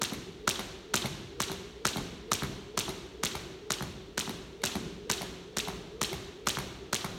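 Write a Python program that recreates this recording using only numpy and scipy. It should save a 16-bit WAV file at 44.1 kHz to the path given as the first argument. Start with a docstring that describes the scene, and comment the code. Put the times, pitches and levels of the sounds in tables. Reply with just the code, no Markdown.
"""A large gym with a sprung wooden floor, where a heavy jump rope turns a little over twice a second.
Ventilation rumbles underneath. The rope hums through the air and cracks on the boards, sending a
falling chirp through the floor; ceiling and walls throw each crack back. A tenth of a second later
both shoes land with a tap and a boom, and the swivels in the handles rattle."""
import sys
import numpy as np
from scipy import signal
from scipy.fft import rfft, irfft
from scipy.io import wavfile
from scipy.ndimage import uniform_filter1d

SR = 44100
rng = np.random.default_rng(int(sys.argv[2]) if len(sys.argv) > 2 else 0)


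def master(y):
    """Save y as 16-bit WAV."""
    cut = np.clip(np.atleast_2d(y).T, -1, 1)
    pcm = np.round(cut * 32767)  # scale
    wavfile.write(sys.argv[1], SR, pcm.astype(np.int16))


N = 316622
SIZE, LEAD = 8192, 1024  # one-shot length and its pre-roll [samples]
HZ = np.maximum(np.fft.rfftfreq(SIZE, 1 / SR), 1)

# the rope hitting the floor, one row a turn:
# (time [s], crack level [dB], board ring over the crack [dB], ring pitch [Hz], ceiling echo [dB])
SLAPS = [(-0.44, 0, 10, 1300, 0), (0.0186, -.2, 8.5, 1315, -4.5), (0.4779, 2.1, 16.5, 1370, -1.5),
         (0.9417, 3, 12, 1318, -2.5), (1.4039, .3, 12.5, 1266, -5.5), (1.8537, 2, 15.7, 1350, -2.5),
         (2.3186, 1.1, 16.2, 1257, -.3), (2.7767, 0.5, 12, 1224, -3.5), (3.236, 0.7, 9.7, 1250, -5),
         (3.706, -1.5, 11.3, 1270, -1.5), (4.1791, -0.6, 10.5, 1460, -6), (4.639, 1.14, 7, 1530, -5.5),
         (5.1002, 1.1, 8.5, 1220, -2), (5.5706, -1, 7, 1480, -4), (6.016, .4, 11, 1290, -5),
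         (6.4723, 1.8, 13, 1290, -3), (6.9312, .5, 13, 1292, -3.5)]


def amp(db):
    return 10 ** (np.asarray(db) / 20)


def curve(points, hz):
    """A table's value at hz, on a log-frequency axis."""
    f, value = np.transpose(points)
    return np.interp(np.log(hz + 1), np.log(f), value)


def bell(centre_hz, octaves):
    """A bell-shaped spectrum of height 1."""
    return np.exp(-.5 * (np.log2(HZ / centre_hz) / octaves) ** 2)


def add(mix, s, sound):
    """Mixes in a one-shot so that its onset, after the pre-roll, lands at s seconds."""
    at = round(s * SR) - LEAD
    sound = sound[max(-at, 0):]
    part = mix[max(at, 0):][:len(sound)]
    part += sound[:len(part)]


def pulse(gain, delay=0, phase=0):
    """One transient with the given spectrum; each frequency may arrive at its own delay [s]."""
    lag = 2 * np.pi * np.cumsum(delay * np.ones(len(HZ))) * SR / SIZE
    return np.roll(irfft(gain * np.exp(1j * (phase - lag))), LEAD)


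def burst(gain, decay, rise):
    """A scattered transient: a short swell of noise with the given spectrum."""
    t = np.arange(SIZE) / SR
    grains = rng.standard_normal(SIZE) * np.exp(-t / decay) * (1 - np.exp(-t / rise))
    return pulse(gain * rfft(grains / np.linalg.norm(grains)))


def bending_delay(travel, sonic_hz):
    """Bending waves in the floor run as the root of frequency: the bass lags the airborne sound."""
    return travel * (np.sqrt(sonic_hz / np.maximum(HZ, 40)) - 1)


def turn_times():
    """When each turn of the rope begins; the last turn is as long as the one before."""
    times = np.transpose(SLAPS)[0]
    return np.append(times, 2 * times[-1] - times[-2])


def hall(spectrum, gap=0.022, build=.008, patchy_db=1.5):
    """A diffuse tail that builds after a gap; echoes bunch at random and the treble dies first."""
    # the gym's reverb time: (frequency [Hz], T60 [s])
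    t60 = [(60, 1.07), (200, 1.24), (700, 1.31), (3500, 1.273), (6500, 0.88), (10000, 0.66), (16000, 0.57)]
    hz, t, bands = signal.stft(rng.standard_normal(SIZE * 5) / np.sqrt(SR), SR, nperseg=1024)
    age = np.maximum(t - LEAD / SR, 0)
    patches = uniform_filter1d(rng.standard_normal(bands.shape), size=12, axis=0)
    bands = bands * amp(curve(spectrum, hz)[:, None] - 60 * age / curve(t60, hz)[:, None])
    tail = signal.istft(bands * amp(patchy_db * patches / patches.std()), SR)[1]
    since_gap = np.maximum((np.arange(len(tail)) - LEAD) / SR - gap, 0)
    return tail * (1 - np.exp(-since_gap / build))


def ventilation(hum_hz=62.1, hum_db=-60):
    """The room tone: steady air noise and a low motor hum."""
    # rumble of the moving air: (frequency [Hz], level [dB])
    air_eq = [(20, -20), (40, 16), (60, 18), (80, 9.5), (100, -4), (140, -1), (190, 0), (350, 14),
              (600, -0.5), (1500, -16), (4000, -9.5), (9000, -26), (16000, -32)]
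    gain = amp(curve(air_eq, np.fft.rfftfreq(N, 1 / SR)))
    air = irfft(rfft(rng.standard_normal(N)) * gain, N) / np.sqrt(SR)
    return air + amp(hum_db) * np.sin(2 * np.pi * hum_hz * np.arange(N) / SR)


def rope_whoosh(width_hz=27, rough=.95, wander_hz=6, wet_db=2, trim_db=-2.0, hz_per_db=2.5):
    """Vortices shed by the rope make a fuzzy tone that follows its speed; quick, hard turns go higher."""
    # the air tone from slap to slap: (position in the turn [0-1], pitch [Hz], level [dB])
    swing = [(0, 450.2, -48), (.12, 420.1, -54.5), (.19, 372.2, -46.5), (.25, 378, -39.3),
             (.34, 385, -49.5), (.48, 372.1, -48.5), (.59, 392, -46.5), (.7, 384.9, -55.5), (.76, 385, -49),
             (.83, 408.1, -47.5), (.88, 420, -51.5), (.94, 440, -43.5), (1, 452, -47.5)]
    # how hard the rope is driven: (time [s], level [dB])
    effort = [(0, -1), (1.4, 0), (2.3, -1), (2.85, 3), (3.4, 0), (4.3, -2.5), (5.1, 3), (6.5, 1), (7.1, -3)]
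    t = np.arange(N) / SR
    times = turn_times()
    turn = np.interp(t, times, np.arange(len(times))) % 1
    lengths = np.diff(times)
    speed = np.interp(t, times[:-1] + lengths / 2, lengths.mean() / lengths)
    effort_db = np.interp(t, *np.transpose(effort))
    downswing = np.cos(np.pi * turn) ** 2  # the arms speed the rope up on its way to the floor
    wander = np.interp(t, times, rng.standard_normal(len(times)))
    position, hz, db = np.transpose(swing)
    pitch = np.interp(turn, position, hz) * speed + hz_per_db * effort_db * downswing + wander_hz * wander
    lowpass = signal.butter(2, width_hz, fs=SR, output="sos")
    fuzz = signal.sosfilt(lowpass, rng.standard_normal((2, N + SIZE)))[:, SIZE:]
    flutter = 1 + rough * (fuzz[0] + 1j * fuzz[1]) / fuzz.std()
    tone = (flutter * np.exp(2j * np.pi * np.cumsum(pitch) / SR)).real
    tone *= amp(trim_db + np.interp(turn, position, db) + effort_db) / tone.std()
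    reverb = hall([(100, wet_db), (1000, wet_db)])
    return tone + signal.fftconvolve(tone, reverb)[LEAD:LEAD + N]


def handle_rattles(turn_share=0.251, over_crack_db=0.6, variants=4):
    """The swivels rattle a quarter turn after each slap, in step with its level, and sometimes tick."""
    # stray swivel ticks just before the rope lands: (time [s], level [dB])
    ticks = [(2.307, -18), (4.619, -12), (6.459, -14)]
    # resonances of the handles: (frequency [Hz], level [dB])
    handle_eq = [(500, -3), (1800, -15.5), (2200, 0), (2600, -14.5), (4400, -5), (5200, -12), (8000, -22.5),
                 (9700, -11.5), (12200, -14), (13000, -18), (16000, -31)]
    out = np.zeros(N)
    tails = [hall(handle_eq, gap=.003, build=.005) for _ in range(variants)]
    rattles = [(s + turn_share * length, crack_db + over_crack_db)
               for (s, crack_db, *_), length in zip(SLAPS, np.diff(turn_times()))]
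    for k, (s, db) in enumerate(rattles + ticks):
        swivel = amp(db + curve(handle_eq, HZ))
        add(out, s - .0008, burst(swivel, decay=.002, rise=.0016))
        add(out, s + 0.0091, amp(-7.5) * burst(swivel, decay=.007, rise=0.0011))
        add(out, s, amp(db + 3.5) * tails[k % variants])
    return out


def shoe_hits(lighter_tap_db=-3.5, lighter_thump_db=-2.5):
    """Every landing is two shoes, a moment apart, one of them lighter."""
    # the landings; the floor's pitch varies with the spot:
    # (time [s], lighter shoe's lag [s], sole tap [dB], tap pitch [Hz], thump [dB], floor pitch [Hz])
    landings = [(-0.33, 0.0096, 0, 1000, 6, 170), (0.1218, 0.00382, -7, 1050, 3, 190),
                (0.5932, .01, .7, 980, -1.8, 170), (1.0441, 0.0088, -1.5, 900, 7.5, 156),
                (1.4984, 0.0056, -2.5, 1100, 0, 155), (1.9606, .0226, .3, 950, 5, 195),
                (2.423, .0144, 3, 1200, 5.5, 185), (2.882, .006, 1, 850, -1.5, 185),
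                (3.3524, .0023, 2, 870, 2, 135), (3.8087, .0151, 1.2, 1160, 4, 163),
                (4.2773, .0185, -0.9, 1050, 1.5, 200), (4.7546, .0101, -2.7, 930, 6.5, 202),
                (5.2123, 0.017, 0, 740, .3, 175), (5.6865, -.0111, 4, 830, .5, 175),
                (6.1297, .0123, -1, 750, .8, 150), (6.5715, .015, 5, 1250, 3.6, 150),
                (7.0448, 0.0045, 2.6, 960, 3.6, 165)]
    for s, lag, tap_db, tap_hz, thump_db, floor_hz in landings:
        yield s, tap_db, tap_hz, thump_db, floor_hz
        yield s + lag, tap_db + lighter_tap_db, tap_hz, thump_db + lighter_thump_db, floor_hz


def footfalls(usual_floor_hz=170, variants=4):
    """Each sole taps the wood, and the weight behind it makes the sprung floor and the room boom."""
    # low standing waves of the gym: (frequency [Hz], level [dB], T60 [s])
    room_modes = [(132.8, -58.5, 0.96), (163.5, -59.5, 1.2), (174.8, -53, 1.17), (194.3, -55, 1.3)]
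    # the floor's thump at its usual pitch: (frequency [Hz], level [dB])
    thump_eq = [(35, -2), (80, 3), (130, 9.5), (190, 10.5), (280, 0), (400, -12), (600, -4), (2000, -44),
                (6000, -48)]
    # reverb of the thump: (frequency [Hz], level [dB])
    thump_reverb_eq = [(35, 21.5), (90, 18.5), (170, 22.5), (260, 14.5), (380, 13.5), (520, -4.5),
                       (1000, -10.5), (3000, -39)]
    # reverb of the sole's tap: (frequency [Hz], level [dB])
    sole_reverb_eq = [(200, -4), (600, 8), (1000, 5), (2000, -4), (4500, -6), (9000, -31), (16000, -20)]
    out = np.zeros(N)
    t = np.maximum(np.arange(SR) - LEAD, 0) / SR
    boom = sum(amp(db - 60 * t / t60) * np.sin(2 * np.pi * hz * t) for hz, db, t60 in room_modes)
    sole_tails = [hall(sole_reverb_eq, gap=.004, build=0.0055) for _ in range(variants)]
    for k, (s, tap_db, tap_hz, thump_db, floor_hz) in enumerate(shoe_hits()):
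        sole = amp(tap_db) * (bell(tap_hz, octaves=0.51) + amp(-23) * bell(3490, octaves=1.1))
        add(out, s, amp(1) * pulse(sole, phase=1.64))
        add(out, s + .014, amp(-4.5) * burst(sole, decay=0.008, rise=0.00033))
        add(out, s, amp(tap_db) * sole_tails[k % variants])
        tuning = floor_hz / usual_floor_hz
        body = amp(thump_db + curve(thump_eq, HZ / tuning))
        thump = pulse(body, bending_delay(travel=0.003416, sonic_hz=1407))
        add(out, s, thump)
        add(out, s + .014, amp(-7.5) * thump)  # off the ceiling
        add(out, s + 0.01003, amp(thump_db) * boom)
        tuned_reverb_eq = [(hz * tuning, db) for hz, db in thump_reverb_eq]
        add(out, s, amp(thump_db - 1) * hall(tuned_reverb_eq, gap=0.0083, build=0.017))
    return out


def rope_slaps(alike=0.29, send_db=-0.4, ripple_db=9.5, ripple_hz=107.8, ripple_s_per_octave=0.0379):
    """The rope cracks on the boards, a falling chirp runs through the floor, and the room answers."""
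    # the crack of rope on wood: (frequency [Hz], level [dB])
    crack_eq = [(60, -9), (400, -4), (700, -2), (950, 9), (1200, 0), (1650, 1), (2000, 3), (2600, -2.5),
                (4000, -0.5), (6500, 3), (9000, -6), (12000, -7), (16000, -25)]
    # the bending wave in the boards: (frequency [Hz], level [dB])
    chirp_eq = [(40, -13), (90, 5), (130, 8.5), (210, 14.5), (290, 1.5), (380, 13.5), (490, -5.5), (590, 6),
                (750, -5), (1000, -11.5), (2500, -42)]
    # the chatter of the boards: (frequency [Hz], level [dB])
    chatter_eq = [(200, -5), (700, -3), (1500, 0), (2800, -3.5), (4000, 0.5), (6500, -4), (9000, -11.5),
                  (16000, -26)]
    # the slapback from the ceiling: (frequency [Hz], level [dB])
    ceiling_eq = [(300, -15), (1000, -4), (2500, -7.5), (3800, 2), (6000, 8), (7300, 5.5), (9500, -6),
                  (12000, -10), (16000, -25)]
    # early echoes off walls and racks: (delay [s], level [dB], centre [Hz], width [octaves], smear [s])
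    echoes = [(.019, -8.5, 6470, 1.0, .0008), (.021, -3, 3000, 1.33, .001),
              (0.029, -3.5, 3120, 0.38, .0015), (0.03, 2, 3360, .4, 0.0024), (.034, -3, 4100, 0.71, .007),
              (.078, -2.2, 3560, 0.33, .0075)]
    # reverb of the crack: (frequency [Hz], level [dB])
    reverb_eq = [(40, 16), (130, 18.5), (380, 20.5), (600, 12.5), (1300, 13.5), (2200, 12), (3500, 15.5),
                 (6300, 13), (9000, 6.5), (12000, 2), (16000, -7)]
    out = np.zeros(N)
    # a slow, deep ripple crosses the sprung floor, its lowest notes last
    ripple_delay = 0.0279 + ripple_s_per_octave * np.log2(ripple_hz / HZ)
    ripple = pulse(amp(ripple_db) * bell(ripple_hz, octaves=0.37), ripple_delay)
    chirp = pulse(amp(curve(chirp_eq, HZ)), bending_delay(travel=0.00338, sonic_hz=1403), phase=-2.1)
    ceiling = amp(curve(ceiling_eq, HZ))
    shared_tail = hall(reverb_eq, gap=0.011, build=0.0037)
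    for s, crack_db, ring_db, ring_hz, ceiling_db in SLAPS:
        # the boards knock at one pitch and hold that energy back for a moment
        knock = bell(ring_hz, octaves=0.2)
        crack = amp(crack_db + curve(crack_eq, HZ) + ring_db * knock)
        add(out, s, pulse(crack, delay=.0001 * knock, phase=1.53))
        add(out, s, amp(crack_db) * (chirp + ripple))
        # fast waves in the wood arrive just ahead of the crack, and the boards chatter on after it
        chatter = amp(crack_db + curve(chatter_eq, HZ))
        add(out, s - .0052, amp(-3.5) * burst(chatter, decay=0.0043, rise=0.0055))
        add(out, s + .0025, amp(-1.5) * burst(chatter, decay=0.0046, rise=0.000094))
        ring = amp(crack_db + ring_db - 9.0) * bell(ring_hz, octaves=0.26)
        add(out, s + 0.00089, burst(ring, decay=.0016, rise=.0002))
        # the ceiling returns a bright, sharp copy, and its beams scatter a softer one
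        slapback = pulse(ceiling, delay=0.000183 * np.log2(HZ / 6000), phase=rng.uniform(-np.pi, np.pi))
        add(out, s + .014, amp(ceiling_db) * slapback)
        add(out, s + .0143, amp(ceiling_db - 6.0) * burst(ceiling, decay=0.0017, rise=.0001))
        add(out, s + .0135, amp(crack_db - 6) * chirp)
        hall_db = crack_db + send_db
        for delay, echo_db, hz, octaves, smear in echoes:
            add(out, s + delay, amp(hall_db + echo_db) * burst(bell(hz, octaves), smear, rise=0.000083))
        # the rope lands near the same spot, so part of the tail is the same every turn
        fresh_tail = hall(reverb_eq, gap=0.01, build=0.0023)
        tail = np.sqrt(alike) * shared_tail + np.sqrt(1 - alike) * fresh_tail
        add(out, s, amp(hall_db) * tail)
    return out


def scene():
    """All sources, mixed at one microphone."""
    return (rope_slaps() + footfalls() + handle_rattles() + rope_whoosh() + ventilation())[None]


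def record(dry, low_cut_hz=40, high_cut_hz=16300):
    """The microphone's port cuts two narrow dips; the deepest bass and the very top are rolled off."""
    # notches of the port: (centre [Hz], width [Hz], gain [dB])
    dips = [(4904, 330, -4.5), (10530, 380, -5)]
    hz = np.fft.rfftfreq(N, 1 / SR)
    port = amp(sum(db * np.exp(-.5 * ((hz - centre) / width) ** 2) for centre, width, db in dips))
    notched = irfft(rfft(dry) * port, N)
    low_cut = signal.butter(4, low_cut_hz, "high", fs=SR, output="sos")
    high_cut = signal.firwin(255, high_cut_hz, window=("kaiser", 9), fs=SR)
    return signal.oaconvolve(signal.sosfilt(low_cut, notched), high_cut[None], "same")


dry = scene()
out = record(dry)
master(out)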